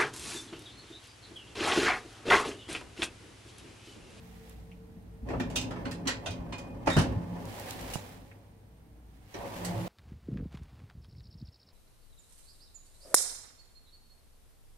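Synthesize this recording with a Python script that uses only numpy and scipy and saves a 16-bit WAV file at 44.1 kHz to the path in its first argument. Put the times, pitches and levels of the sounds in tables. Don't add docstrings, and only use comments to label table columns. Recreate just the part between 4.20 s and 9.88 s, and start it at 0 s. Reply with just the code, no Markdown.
import sys
import numpy as np
from scipy import signal
from scipy.fft import rfft, irfft
from scipy.io import wavfile
from scipy.ndimage import uniform_filter1d

SR = 44100
rng = np.random.default_rng(int(sys.argv[2]) if len(sys.argv) > 2 else 0)


def transcribe(u):
    v = np.clip(np.atleast_2d(u).T, -1, 1)
    q = np.round(v * 32767).astype(np.int16)
    wavfile.write(sys.argv[1], SR, q)


N = 250488
T = np.arange(N) / SR
STOP_S, SLAM_S = 2.669, 2.764

# f/Hz, level/dB, t60/s
PANEL_MODES = [(55.5, 0, 0.71), (91.2, -7, 0.94), (110.1, 0, 1.8), (133.6, -5, 0.34), (173.5, 0, 1.54),
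               (209, -10, 0.73), (243.3, -5.5, 0.52), (263, -2.5, 1.18), (299.6, -8, 0.69),
               (346.8, -10.5, 0.39), (420, -11.5, 0.34), (465, -16.5, 0.86), (542.3, -13, 0.65),
               (667, -24.5, 0.36), (848, -19.5, 0.59)]
# f/Hz, side minus mid/dB
STEREO_WIDTH = [(50, -29), (125, -14), (250, -6), (500, -6.5), (1000, 0), (4000, 0)]


def undb(db):
    return 10 ** (np.asarray(db) / 20)


def at_hz(hz, points):
    f, values = np.transpose(points)
    return np.interp(np.log(np.maximum(hz, 1)), np.log(f), values)


def freqs(size):
    return np.arange(size // 2 + 1) * SR / size


def peak(f, hz, width_hz):
    return 1 / (1 + (2 * (f - hz) / width_hz) ** 2)


def ripple(f, step_hz):
    return np.interp(f / step_hz, np.arange(1024), 1.64 * rng.standard_normal(1024))


def since(s):
    return np.maximum(T - s, 0)


def fade(t, t60):
    return np.exp(-np.log(1000) * t / t60)


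def walk(rate_hz):
    hold = int(SR / rate_hz)
    steps = np.repeat(rng.standard_normal(N // hold + 1), hold)
    return uniform_filter1d(uniform_filter1d(steps, hold), hold)[:N]


def add(out, s, x):
    i = max(int(s * SR), 0)
    out[:, i:i + x.shape[1]] += x[:, :max(N - i, 0)]


def blows(hits, response):
    out = np.zeros((2, N))
    for s, db in hits:
        add(out, s, undb(db) * response)
    return out


def noise(gain, size=N):
    f = freqs(size)
    mid, side = rfft(rng.standard_normal((2, size)))
    width = undb(at_hz(f, STEREO_WIDTH))
    pair = np.array([mid + width * side, mid - width * side]) / np.hypot(1, width)
    shaped = irfft(gain(f) * pair, size)
    return shaped / np.sqrt(np.mean(shaped ** 2))


def tick(hz, octaves, decay_s):
    t = T[:2 ** 12]
    band = noise(lambda f: np.exp(-.5 * (np.log2((f + 1) / hz) / octaves) ** 2), len(t))
    return band * np.exp(-t / decay_s)


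def ring(modes, size, rise_s, flutter_db, flutter_hz):
    t, out = T[:size], 0
    for hz, db, t60 in modes:
        phase, apart, *levels = rng.standard_normal(128)
        sides = np.array([[1], [-1]]) * apart * undb(at_hz(hz, STEREO_WIDTH))
        flutter = flutter_db * np.interp(t * flutter_hz, np.arange(len(levels)), levels)
        out = out + undb(db + flutter) * fade(t, t60) * np.sin(2 * np.pi * (hz * t + phase) + sides)
    nominal_rms = np.sqrt(sum(undb(db) ** 2 for _, db, _ in modes) / 2)
    return out * (1 - np.exp(-t / rise_s)) / nominal_rms


def hum(motor_off_s=1.4, air_db=-57, running_air_db=3):
    # f/Hz, relative density/dB
    shaft_air = [(13, -50), (22, -12.5), (102, -8.5), (198, -14), (227, -15), (352, -21), (392, -29),
                 (450, -18), (489, -26), (869, -27), (1210, -35.5), (1730, -36.5), (15500, -58.5)]
    # f/Hz, level with the motor on/dB, level with it off/dB, width/Hz
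    machine_tones = [(56.6, -54.5, -61, 5.8), (100.3, -64, -57.5, 1.8), (177.9, -57, -80, 8.6),
                     (225, -64, -74, 1.6), (301.5, -69, -75, 10.4), (449, -62, -77.5, 10.4)]
    # f/Hz, level/dB, width/Hz
    whines = [(8839, -81.5, 130), (11700, -86, 300), (12720, -88, 250)]
    running = np.clip((motor_off_s - T) / .1 + 1, 0, 1)
    out = noise(lambda f: undb(at_hz(f, shaft_air))) * undb(air_db + running_air_db * running)
    for hz, on_db, off_db, width_hz in machine_tones:
        out += noise(lambda f: peak(f, hz, width_hz)) * undb(off_db + (on_db - off_db) * running)
    for hz, db, width_hz in whines:
        out += noise(lambda f: peak(f, hz, width_hz)) * undb(db)
    return out


def creaks():
    # t/s, level/dB, f/Hz, width/octaves
    cabin_creaks = [(0.516, -54, 2500, .23), (3.736, -39.5, 2850, .05), (4.114, -53, 1970, .4),
                    (5.141, -49, 5800, .07), (5.145, -47, 2330, 0.089)]
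    out = np.zeros((2, N))
    for s, db, hz, octaves in cabin_creaks:
        add(out, s, undb(db) * tick(hz, octaves, decay_s=0.014))
    return out


def clothes(still_db=-81, rise_db_per_s=71, fall_db_per_s=63):
    # from t/s, until t/s, level/dB
    turns = [(0, 0.305, -60), (3.371, 3.757, -46), (5.27, 5.68, -49.5)]
    # f/Hz, relative density/dB
    cloth_colour = [(290, -27), (500, -6.5), (620, -18), (758, -2.5), (827, -11), (1450, -15),
                    (1960, -12.5), (5750, -22), (9240, -24), (15500, -28)]
    # t/s, level/dB, f/Hz
    cloth_ticks = [(.296, -47.5, 10300), (3.254, -46, 5500), (3.398, -39.5, 9000), (3.508, -31, 4500),
                   (3.611, -41.5, 7000)]
    sliding = undb(still_db)
    for start, end, db in turns:
        time_to_go = np.maximum(start - T, 0)
        sliding = sliding + undb(db - rise_db_per_s * time_to_go - fall_db_per_s * since(end))
    out = noise(lambda f: undb(at_hz(f, cloth_colour))) * sliding
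    out *= undb(1.56 * walk(25.06) + 1.54 * walk(500))
    for s, db, hz in cloth_ticks:
        add(out, s, undb(db) * tick(hz, octaves=1, decay_s=0.0025))
    return out


def finger_bump(s=3.757, bump_hz=150, bump_db=-20, tap_hz=900, tap_db=-17, left_db=-14):
    out, t = np.zeros((2, N)), T[:2 ** 12]
    bump = undb(bump_db) * np.sin(2 * np.pi * bump_hz * t) * fade(t, t60=0.045)
    tap = undb(tap_db) * np.sin(2 * np.pi * tap_hz * t) * fade(t, t60=0.0045)
    add(out, s, np.outer([undb(left_db), 1], tap - bump))
    return out


def door_motor():
    # f/Hz, relative level/dB, width/Hz
    tones = [(110.3, -3, 24), (177, 3, 8.1), (328.5, -8, 9.2)]
    # t/s, level/dB
    load = [(5.12, -98), (5.2, -61), (5.46, -44.5), (5.51, -34.5), (5.68, -38.5)]
    drone = noise(lambda f: sum(undb(db) * peak(f, hz, width_hz) for hz, db, width_hz in tones))
    return drone * undb(np.interp(T, *np.transpose(load)))


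def rollers(attack_s=0.034, release_s=0.25, surge_db=5, surge_s=0.25, ease_db_per_s=3.5, shudder_s=0.18):
    # from t/s, until t/s, base rumble level/dB, base roller level/dB
    runs = [(1.049, 3.764, -38, -49), (5.135, 5.68, -48, -44.5)]
    # f/Hz, relative density/dB
    track_colour = [(120, -16), (220, -6), (400, -6.5), (600, -8), (1000, -11), (1400, -20.5),
                    (2300, -22.5), (3500, -33), (7000, -39.5), (14000, -49)]
    shudder = (T > SLAM_S) * np.exp(-since(SLAM_S) / shudder_s)
    shaking, rolling = undb(-27.5) * shudder, undb(-36) * shudder
    for start, end, rumble_db, roller_db in runs:
        age = since(start)
        surge = undb(surge_db * np.exp(-age / surge_s))
        effort = (1 - np.exp(-age / attack_s)) * surge * np.exp(-since(end) / release_s)
        shaking = np.hypot(shaking, effort * undb(rumble_db - ease_db_per_s * age))
        rolling = np.hypot(rolling, effort * undb(roller_db))
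    panels = noise(lambda f: np.sqrt(sum(undb(2 * db) / (1 + ((f - hz) / (5 + 0.02 * hz)) ** 2) ** 1.71
                                         for hz, db, _ in PANEL_MODES)))
    rumble = panels * shaking * undb(3 * walk(9))
    track = noise(lambda f: undb(at_hz(f, track_colour) + 3 * ripple(f, step_hz=28)))
    grain = undb(1.5 * walk(150) + 2 * walk(25.17))
    return rumble + track * rolling * grain


def hinge_squeak(s=2.693, length_s=0.083, db=-38, hz=3705, lower_hz=1892, lower_db=-6, width_hz=140):
    size = int(length_s * SR)
    tone = noise(lambda f: peak(f, hz, width_hz) + undb(lower_db) * peak(f, lower_hz, width_hz), size)
    return blows([(s, db)], tone * signal.windows.tukey(size, .5))


def linkage_rod():
    # t/s, level/dB
    knocks = [(1.654, -54), (1.88, -52), (2.062, -52), (2.323, -43)]
    # f/Hz, level/dB, t60/s
    rod_modes = [(2369, -4, .15), (2469, 0, .52), (4216, -4, .14)]
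    return blows(knocks, ring(rod_modes, 2 ** 15, rise_s=0.0081, flutter_db=4.5, flutter_hz=89))


def panel_thuds(stop_db=-19.5, slam_db=-14, boom_db=-12.5, push_s=0.0052):
    # t/s, f/Hz, level/dB
    soft_blows = [(0.765, 183, -44), (1.025, 56.5, -36.5), (1.026, 231, -42), (1.115, 92, -37),
                  (1.165, 119, -31), (1.204, 242, -31), (1.37, 259, -34), (1.659, 259, -30.5),
                  (1.858, 264, -29.5), (2.084, 93, -32.5), (2.191, 61, -36.5), (2.879, 71, -30.5),
                  (2.96, 108, -24), (3.119, 170, -36.5)]
    # f/Hz, relative level/dB
    stop_modes = [(322, -6.5), (550, -10), (632, -7.5), (1150, -19)]
    # f/Hz, relative level/dB
    leaf_modes = [(95.5, -9), (154, -0.5), (202, -6.5)]
    hits = [(s, db, [(hz, 0)]) for s, hz, db in soft_blows]
    hits += [(STOP_S, stop_db, stop_modes), (SLAM_S, slam_db, leaf_modes)]
    out, t = np.zeros((2, N)), T[:2 ** 13]
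    boom = ring(PANEL_MODES, 2 ** 16, rise_s=0.0086, flutter_db=3.5, flutter_hz=24.5)
    push = 2 * (1 - np.exp(-(t / push_s) ** 2)) * fade(t, t60=0.15)
    for s, db, modes in hits:
        add(out, s, undb(db + boom_db) * boom)
        for hz, mode_db in modes:
            sides = np.array([[1], [-1]]) * undb(at_hz(hz, STEREO_WIDTH))
            add(out, s, undb(db + mode_db) * push * np.sin(2 * np.pi * hz * t + sides))
    return out


def clacks(rise_s=0.0037, crack_db=2, crack_s=0.002, linger_db=-30, latch_db=1.5, hinge_db=-4):
    # t/s, level/dB, brightness/dB per octave, part struck
    contacts = [(1.085, -47.5, -3, "frame"), (1.1, -46.5, -5, "frame"), (1.13, -49.5, -9.5, "frame"),
                (1.197, -38, -1.5, "frame"), (1.298, -51, 3.5, "frame"), (1.356, -30.5, 4, "latch"),
                (1.41, -46.5, 5.5, "latch"), (1.505, -43.5, -2.5, "frame"), (1.557, -50.5, -6, "frame"),
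                (1.651, -43, -2, "hinge"), (1.709, -43.5, 3.5, "frame"), (1.852, -49, -3, "frame"),
                (1.87, -30, 3, "hinge"), (1.884, -35.5, 0, "frame"), (2.058, -38, 1, "latch"),
                (2.104, -47, 2.7, "latch"), (2.322, -43.5, -1.5, "hinge"), (2.38, -48.5, 3, "frame"),
                (2.659, -44, -0.5, "frame"), (2.67, -30, -3, "frame"), (2.698, -35.5, 1, "frame"),
                (2.728, -42, 3, "frame"), (2.764, -29, -0.5, "frame"), (2.783, -30, 0.5, "frame"),
                (2.812, -44.5, 4.5, "frame"), (3.163, -58, -6.5, "frame"), (3.733, -47.5, 10, "frame"),
                (5.14, -46, -2, "frame"), (5.445, -40, 6, "frame")]
    part_colour = {"frame": [(600, -1.5), (1700, 1.5), (3000, -3), (6700, -4), (12500, -19.5)],
                   "latch": [(600, 0.5), (1700, -4), (3000, -0.5), (6700, -3), (12500, -22)],
                   "hinge": [(600, -4.5), (1700, 1.5), (3000, 0), (6700, -3.5), (12500, -25)]}
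    # f/Hz, gain/dB
    steel_colour = [(4500, 2), (6600, 1), (8300, 3.5), (9400, 8), (10500, 2.5), (15000, 5)]
    # f/Hz, t60/s
    cabin_decay = [(200, 0.18), (700, 0.1875), (2500, 0.26), (7000, 0.19), (14000, 0.1)]
    # f/Hz, level/dB, t60/s
    latch_modes = [(2470, -7, .38), (2662, 0, .17), (2725, -9, .2), (2877, -11, .35), (3179, -8, .22),
                   (3557, 0, .15), (3637, 0, .15), (4955, -10, .19), (6168, -6, .19)]
    # f/Hz, level/dB, t60/s
    hinge_modes = [(1015, -2, .32), (1345, -9, .2), (1895, -5, .22), (2470, -2, .2), (2963, -4, .17),
                   (3525, -5, .17), (4216, -2, .17), (4860, -8, .15), (5400, -11, .15), (8270, -12, .13)]
    out, size = np.zeros((2, N)), 2 ** 14
    t, f = T[:size], freqs(size)
    centres = 300 * 2 ** (np.arange(13) / 2)
    bands = np.cos(np.pi / 2 * np.clip(2 * np.log2((f + 1) / centres[:, None]), -1, 1)) ** 2
    linger = undb(linger_db) * fade(t, t60=1.0)
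    tails = np.array([fade(t, at_hz(hz, cabin_decay)) + linger / (1 + (hz / 4000) ** 2)
                      for hz in centres])
    attack = (1 - np.exp(-(t / rise_s) ** 2)) * (1 + undb(crack_db) * np.exp(-t / crack_s))
    for s, db, brightness, part in contacts:
        burst = noise(lambda f: undb(2.5 * ripple(f, step_hz=170)), size) * attack
        colour = [(hz, db + part_db + brightness * np.log2(hz / 2400))
                  for hz, part_db in part_colour[part]]
        gains = undb(at_hz(centres, colour)) / 2 / np.sqrt(bands.mean(axis=1))
        spectrum = (rfft(burst[:, None] * tails) * bands * gains[:, None]).sum(axis=1)
        wash = irfft(spectrum * undb(at_hz(f, steel_colour)), size)
        add(out, s, wash[:, :-size // 8])
    for name, modes, ring_db in (("latch", latch_modes, latch_db), ("hinge", hinge_modes, hinge_db)):
        hits = [(s, db + ring_db) for s, db, _, part in contacts if part == name]
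        out += blows(hits, ring(modes, size, rise_s=0.006, flutter_db=5, flutter_hz=134))
    return out


def scene():
    doors = clacks() + linkage_rod() + panel_thuds() + rollers() + door_motor() + hinge_squeak()
    return doors + creaks() + clothes() + finger_bump() + hum()


def record(dry, hiss_db=-77, top_hz=15700):
    # f/Hz, right minus left/dB
    balance = [(500, 0), (1000, 0.5), (4000, 4.5), (8000, 1.5), (12500, 8.5)]
    tilt_db = at_hz(freqs(N), balance) * np.array([[-.5], [.5]])
    hiss = undb(hiss_db) * rng.standard_normal((2, N))
    heard = irfft(rfft(dry) * undb(tilt_db), N) + hiss
    return signal.sosfiltfilt(signal.ellip(8, .1, 60, top_hz, fs=SR, output="sos"), heard)


dry = scene()
out = record(dry)
transcribe(out)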